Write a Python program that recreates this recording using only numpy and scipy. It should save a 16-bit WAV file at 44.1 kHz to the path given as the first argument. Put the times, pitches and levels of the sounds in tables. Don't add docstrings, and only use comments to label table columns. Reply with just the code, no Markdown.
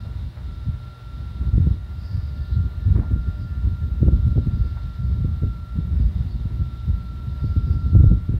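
import sys
import numpy as np
from scipy import signal
from scipy.fft import rfft, irfft, next_fast_len
from scipy.io import wavfile
from scipy.ndimage import uniform_filter1d

SR = 44100
rng = np.random.default_rng(int(sys.argv[2]) if len(sys.argv) > 2 else 0)


def log_audio(samples):
    frames = np.atleast_2d(samples).T
    limited = np.clip(frames, -1, 1)
    pcm = np.round(limited * 32767).astype(np.int16)
    wavfile.write(sys.argv[1], SR, pcm)


N = 369999
T = np.arange(N) / SR


def gain(db):
    return 10 ** (np.asarray(db) / 20)


def curves(table):
    times, *columns = np.transpose(table)
    return [np.interp(T, times, column) for column in columns]


def noise(colour):
    hz, db = np.transpose(colour)
    size = next_fast_len(N)
    bin_hz = np.maximum(np.fft.rfftfreq(size, 1 / SR), 1)
    shape = gain(np.interp(np.log(bin_hz), np.log(hz), db))
    x = irfft(rfft(rng.standard_normal(size)) * shape, size)[:N]
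    return x / x.std()


def wander(rate):
    hold = max(int(SR / rate), 2)
    steps = np.repeat(rng.standard_normal(N // hold + 1), hold)
    x = uniform_filter1d(uniform_filter1d(steps, hold), hold)[:N]
    return x / x.std()


def low_part(x, hz):
    return signal.sosfiltfilt(signal.butter(2, hz, fs=SR, output="sos"), x)


# f/Hz, relative level/dB
HISS_COLOUR = [(100, 2), (3000, 5.5), (7000, 3), (10000, 1.5), (15500, -2.5)]

def hiss(hiss_db=-69, whistle_db=-74, whistle_hz=14000, start_s=1.92, pulsing_s=2.75, pulse_hz=10.1):
    on = (T > start_s) * ((T < pulsing_s) | (np.sin(2 * np.pi * pulse_hz * T) > -.2))
    whistle = uniform_filter1d(on.astype(float), size=200) * np.sin(2 * np.pi * whistle_hz * T)
    return gain(hiss_db) * noise(HISS_COLOUR) + gain(whistle_db) * whistle


# f/Hz, relative level/dB
SCUFF_COLOUR = [(250, -14), (600, 6.5), (1150, 4), (1600, -2.5), (2200, -6), (3200, -34), (6000, -45.5)]
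# start t/s, relative level/dB, fade t/s, grit over body level/dB
SCUFF_EVENTS = [(0.045, -50, 0.038, -5), (0.36, -49.5, 0.035, 8), (2.95, -43, 0.05, -2),
                (2.98, -47, .08, -3), (4.505, -51, 0.028, 2), (4.76, -48, 0.037, 1)]

def scuffs(rise_s=0.0057):
    scrape = noise(SCUFF_COLOUR) * gain(2.9 * wander(rate=400))
    body = low_part(scrape, hz=1050)
    grit = scrape - body
    out = 0
    for start, db, fade_s, bright_db in SCUFF_EVENTS:
        t = np.maximum(T - start, 0)
        blend = body * gain(-bright_db / 2) + grit * gain(bright_db / 2)
        out += gain(db) * (1 - np.exp(-t / rise_s)) * np.exp(-t / fade_s) * blend
    return out


# middle t/s, half length t/s, centre f/Hz, level/dB
ROD_RUBS = [(2.137, 0.16, 4780, -59), (2.415, 0.13, 4600, -62), (2.499, 0.089, 3800, -63),
            (2.74, 0.22, 4100, -65.5), (3.382, 0.2, 4780, -67), (4.622, 0.11, 4700, -66),
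            (5.077, .06, 4600, -67), (6.049, 0.1, 4774, -66), (6.33, 0.057, 4400, -61.5),
            (7.46, 0.11, 4750, -66), (7.7, 0.18, 4850, -65.5), (7.881, .08, 4290, -67)]

def rod(width_hz=620, grain_db=2.5):
    out = 0
    for middle, half_s, hz, db in ROD_RUBS:
        band = signal.butter(2, [hz - width_hz / 2, hz + width_hz / 2], "band", fs=SR, output="sos")
        rub = signal.sosfilt(band, rng.standard_normal(N))
        swell = np.exp(-((T - middle) / half_s) ** 2)
        out += gain(db) * swell * rub / rub.std()
    return out * gain(grain_db * wander(rate=39))


# f/Hz, relative level/dB
GEAR_COLOUR = [(100, 8), (350, 5), (550, 1), (750, 1.5), (950, 0), (1080, -3), (1180, 0), (1280, -6),
               (1420, 2.5), (1580, -6.5), (1750, -3), (2450, -9.5), (2900, -7), (3300, -27.5)]
FAN_COLOUR = [(2400, -25.5), (3130, -5.5), (3400, -4), (3700, 3.5), (3970, -4.5), (4120, -0.5),
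              (4400, -6.5), (4900, -7), (5500, -13.5), (6000, -19), (7000, -36.5)]
# t/s, relative gear level/dB, relative fan level/dB
STROKE_LEVELS = [(0, -61, -61), (1.1, -61.5, -61), (1.9, -62, -63), (2.6, -62, -62.5), (3.2, -62.5, -64),
                 (4.8, -63, -61), (5.85, -64, -64.5), (6.05, -62, -62), (7.5, -62, -61),
                 (8.39, -64.5, -65.5)]

def gears_and_fan(gear_boost_db=8.5, fan_boost_db=1.0, flicker_db=1.0):
    gear_db, fan_db = curves(STROKE_LEVELS)
    layers = [(GEAR_COLOUR, gear_db + gear_boost_db), (FAN_COLOUR, fan_db + fan_boost_db)]
    return sum(noise(colour) * gain(db + flicker_db * wander(rate=28)) for colour, db in layers)


# t/s, f/Hz
DRIVE_PITCH = [(0, 1370), (.26, 1363), (.45, 1352), (.68, 1365), (1.45, 1365), (1.85, 1379), (2.7, 1388),
               (3.65, 1385), (4.1, 1376), (5.9, 1361), (7.15, 1357), (7.55, 1367), (8, 1363), (8.39, 1372)]
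# t/s, level/dB
DRIVE_LEVEL = [(0, -57), (.15, -59), (.31, -80), (.5, -54.5), (.68, -60.5), (.85, -54), (1.48, -54.5),
               (1.72, -60), (2.3, -60), (2.57, -52), (2.85, -57), (3.2, -50.5), (4, -56.5), (4.8, -52),
               (5.35, -56), (5.5, -50), (5.8, -53), (6.1, -67), (6.5, -61.5), (6.62, -54), (7.25, -53),
               (7.45, -50.5), (8.12, -49), (8.26, -58), (8.39, -60)]
# multiple of the whine's pitch, level/dB at the lightest load
LIGHT_LOAD_TONES = [(.86, -69.5), (1.085, -73.5), (1.266, -68.5)]

def drive(flutter_db=1.45, pitch_jitter=0.0016, side_flutter_db=4.0):
    (hz,), (db,) = curves(DRIVE_PITCH), curves(DRIVE_LEVEL)
    phase = 2 * np.pi * np.cumsum(hz * (1 + pitch_jitter * wander(rate=50))) / SR
    tones = gain(db + flutter_db * wander(rate=30)) * np.sin(phase)
    lightness = (hz - hz.min()) / np.ptp(hz)
    for multiple, side_db in LIGHT_LOAD_TONES:
        level = lightness * gain(side_db + side_flutter_db * wander(rate=20))
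        tones += level * np.sin(multiple * phase + 0.78 * wander(rate=42))
    return np.sqrt(2) * tones


# multiple of hum_hz, level/dB
HUM_TONES = [(1, -45.5), (2, -66.5), (3, -68.5), (4, -76.5), (5, -67), (6, -74), (7, -82.5), (8, -69),
             (9, -81), (10, -73), (11, -72.5), (12, -76), (13, -81), (14, -83.5), (15, -82), (16, -75.5),
             (17, -78), (18, -78.5), (19, -77), (23, -76), (24, -89), (27, -79), (32, -77), (44, -86)]

def motor(hum_hz=119.97, waver_db=2.5):
    phase = 2 * np.pi * hum_hz * T
    tones = 0
    for multiple, db in HUM_TONES:
        drift = rng.uniform(0, 2 * np.pi) + 0.31 * wander(rate=11)
        tones += gain(db + waver_db * wander(rate=8)) * np.sin(multiple * phase + drift)
    return np.sqrt(2) * tones


# t/s, rumble level/dB
BREEZE_LEVEL = [(0, -29.5), (.26, -29.5), (.32, -36.5), (.46, -25), (.8, -35), (.98, -44.5), (1.15, -30),
                (1.9, -30), (2.76, -29.5), (3.4, -29), (4.2, -23.5), (4.93, -32.5), (5.2, -23.5),
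                (5.6, -29.5), (6.2, -24.5), (6.8, -29.5), (7.2, -26.5), (8.39, -24.5)]
# start t/s, length t/s, rumble level/dB, swirl level/dB, change in deep bass level/dB
GUST_EVENTS = [(0.652, 0.045, -21, -37, 5), (1.392, 0.075, -21, -41, 2), (1.525, 0.098, -15, -30, -1),
               (1.635, 0.043, -18, -31, -12), (2.1, 0.094, -21.5, -44.5, 0), (2.49, 0.15, -20, -37.5, 6.5),
               (2.848, 0.078, -15, -29, 3), (2.941, 0.053, -14.5, -22.5, 2), (3.1, 0.067, -17.5, -32.5, 5),
               (3.258, .04, -23.5, -41, 6), (3.48, .08, -22.5, -40, -3), (3.632, 0.057, -16.5, -31, 5),
               (3.81, 0.11, -22.5, -35, 0), (3.996, 0.13, -13.5, -25, -3), (4.243, 0.048, -14.5, -29, -1.5),
               (4.348, 0.047, -15.5, -23, 0.5), (4.445, 0.14, -18.5, -29, -4), (4.579, 0.063, -16, -31, 2),
               (5.02, 0.16, -22, -38.5, 0.5), (5.19, 0.098, -17.5, -33.5, 0.5),
               (5.41, 0.037, -13.5, -26, 5.5), (5.748, 0.059, -18.5, -30, -2), (5.899, .16, -18.5, -36, 3),
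               (6.335, 0.27, -25, -39, 2), (6.864, .038, -15, -37, 1), (7.404, 0.043, -16, -32.5, 2.5),
               (7.552, 0.036, -17, -29, -5), (7.658, 0.096, -17.5, -32, -5),
               (7.845, 0.09, -17.5, -35.5, -6), (7.915, .22, -12, -24.5, -0.5),
               (8.27, 0.089, -22.5, -31, 3)]

def gusts(rise_s=0.016, fade_s=0.034, breeze_swirl_db=-17):
    breeze_db, = curves(BREEZE_LEVEL)
    rumble, swirl, depth = gain(breeze_db) ** 2, gain(breeze_db + breeze_swirl_db) ** 2, 0
    for start, length, rumble_db, swirl_db, deep_db in GUST_EVENTS:
        rise = np.clip((T - start) / rise_s, 0, 1)
        shape = rise * np.exp(-np.clip(T - start - length, 0, 1) / fade_s)
        power = (gain(rumble_db) * shape) ** 2
        rumble += power
        depth += deep_db * power
        swirl += (gain(swirl_db) * shape) ** 2
    return 10 * np.log10(rumble), 10 * np.log10(swirl), depth / rumble


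# t/s, relative peak level/dB, brightness level/dB, swing
# f/Hz
WHIRL_HITS = [(0.683, -7.5, -34, 86), (1.577, -6, -23.5, 75), (1.6, -7.5, -30, 60),
              (1.667, -7.5, -24, 85.4), (2.177, -9.5, -36.5, 75), (2.876, -8, -29.5, 71.6),
              (2.958, -13, -25, 55), (2.984, -11, -23, 62.5), (3.159, -11.5, -24.5, 65),
              (3.669, -9.5, -28, 60.5), (4.027, -3, -23.5, 82), (4.08, -5, -19, 63.5),
              (4.127, -6.5, -23, 55), (4.276, -6, -31.5, 66), (4.358, -8, -24, 68), (4.375, -5, -20.5, 63),
              (4.469, -7.5, -26.5, 84), (4.531, -6.5, -36, 73.6), (4.601, -5.5, -36.5, 63),
              (5.243, -7, -25, 69.2), (5.431, -8.5, -24, 64), (5.784, -7.5, -27.5, 83.6),
              (5.997, -13.5, -23.5, 66.4), (6.452, -11, -29.5, 68), (6.892, -6.5, -39.5, 70),
              (7.439, -8.5, -28, 61), (7.561, -10, -25.5, 79), (7.949, -9, -20.5, 62),
              (7.989, -4.5, -31.5, 59), (8.039, -8.5, -19.5, 53), (8.061, -1.5, -33, 59),
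              (8.111, -11, -20, 61), (8.29, -7, -26, 62), (8.337, -10.5, -25, 96.8)]

def thumps(trim_db=-3.5, fade_s=0.0066, edge_s=0.00095, ragged=0.087):
    out, roughness = np.zeros(N), wander(rate=900)
    for when, peak_db, bright_db, swing_hz in WHIRL_HITS:
        near = slice(max(int((when - .05) * SR), 0), int((when + .08) * SR))
        t = T[near] - when - .004
        hardness = np.exp(0.12 * (bright_db + 25))
        swing = -np.tanh(t * hardness / edge_s) * np.cos(2 * np.pi * swing_hz * t)
        swing += ragged * hardness ** 2 * roughness[near]
        swing /= np.exp(t / fade_s) + np.exp(-t / (fade_s / 2))
        out[near] += gain(peak_db + trim_db) * swing / np.abs(swing).max()
    return out


# f/Hz, relative level/dB
RUMBLE_COLOUR = [(18, -36.5), (30, -26), (42, -7.5), (60, 2.5), (85, -3), (120, -10), (170, -18.5),
                 (260, -35), (450, -57), (900, -86.5)]
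SWIRL_COLOUR = [(60, -24), (120, -0.5), (180, 5.5), (260, -4), (400, -15), (600, -30.5), (1000, -47),
                (2000, -70)]

def wind(swirl_trim_db=-1, patchy_db=2, surge_db=2.16, rumble_share=1.1, swirl_share=0.079):
    rumble_db, swirl_db, deep_db = gusts()
    surge = surge_db * wander(rate=28)
    out = thumps()
    thump_power = uniform_filter1d(out ** 2, size=2600)
    rumble = noise(RUMBLE_COLOUR)
    rumble += low_part(rumble, hz=75) * (gain(deep_db) - 1)
    swirl = noise(SWIRL_COLOUR)
    layers = [(rumble, rumble_db, rumble_share), (swirl, swirl_db + swirl_trim_db, swirl_share)]
    for air, db, share in layers:
        even_air = air / np.sqrt(uniform_filter1d(air ** 2, int(0.069 * SR)) + 1e-9)
        rest = np.sqrt(np.clip(1 - share * thump_power / gain(db) ** 2, .2, 1))
        out += even_air * rest * gain(db + surge + patchy_db * wander(rate=55))
    return out


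def scene():
    return (wind() + motor() + drive() + gears_and_fan() + rod() + scuffs() + hiss())[None]


def record(dry, low_cut_hz=38, high_cut_hz=15700, ceiling=.92):
    trimmed = signal.sosfilt(signal.butter(4, low_cut_hz, "high", fs=SR, output="sos"), dry)
    rounded = trimmed / (1 + (trimmed / ceiling) ** 4) ** (1 / 4)
    fade = np.sin(np.pi / 2 * np.clip(np.minimum(T, T[-1] - T) / .005, 0, 1)) ** 2
    return signal.sosfilt(signal.ellip(10, .1, 80, high_cut_hz, fs=SR, output="sos"), fade * rounded)


dry = scene()
out = record(dry)
log_audio(out)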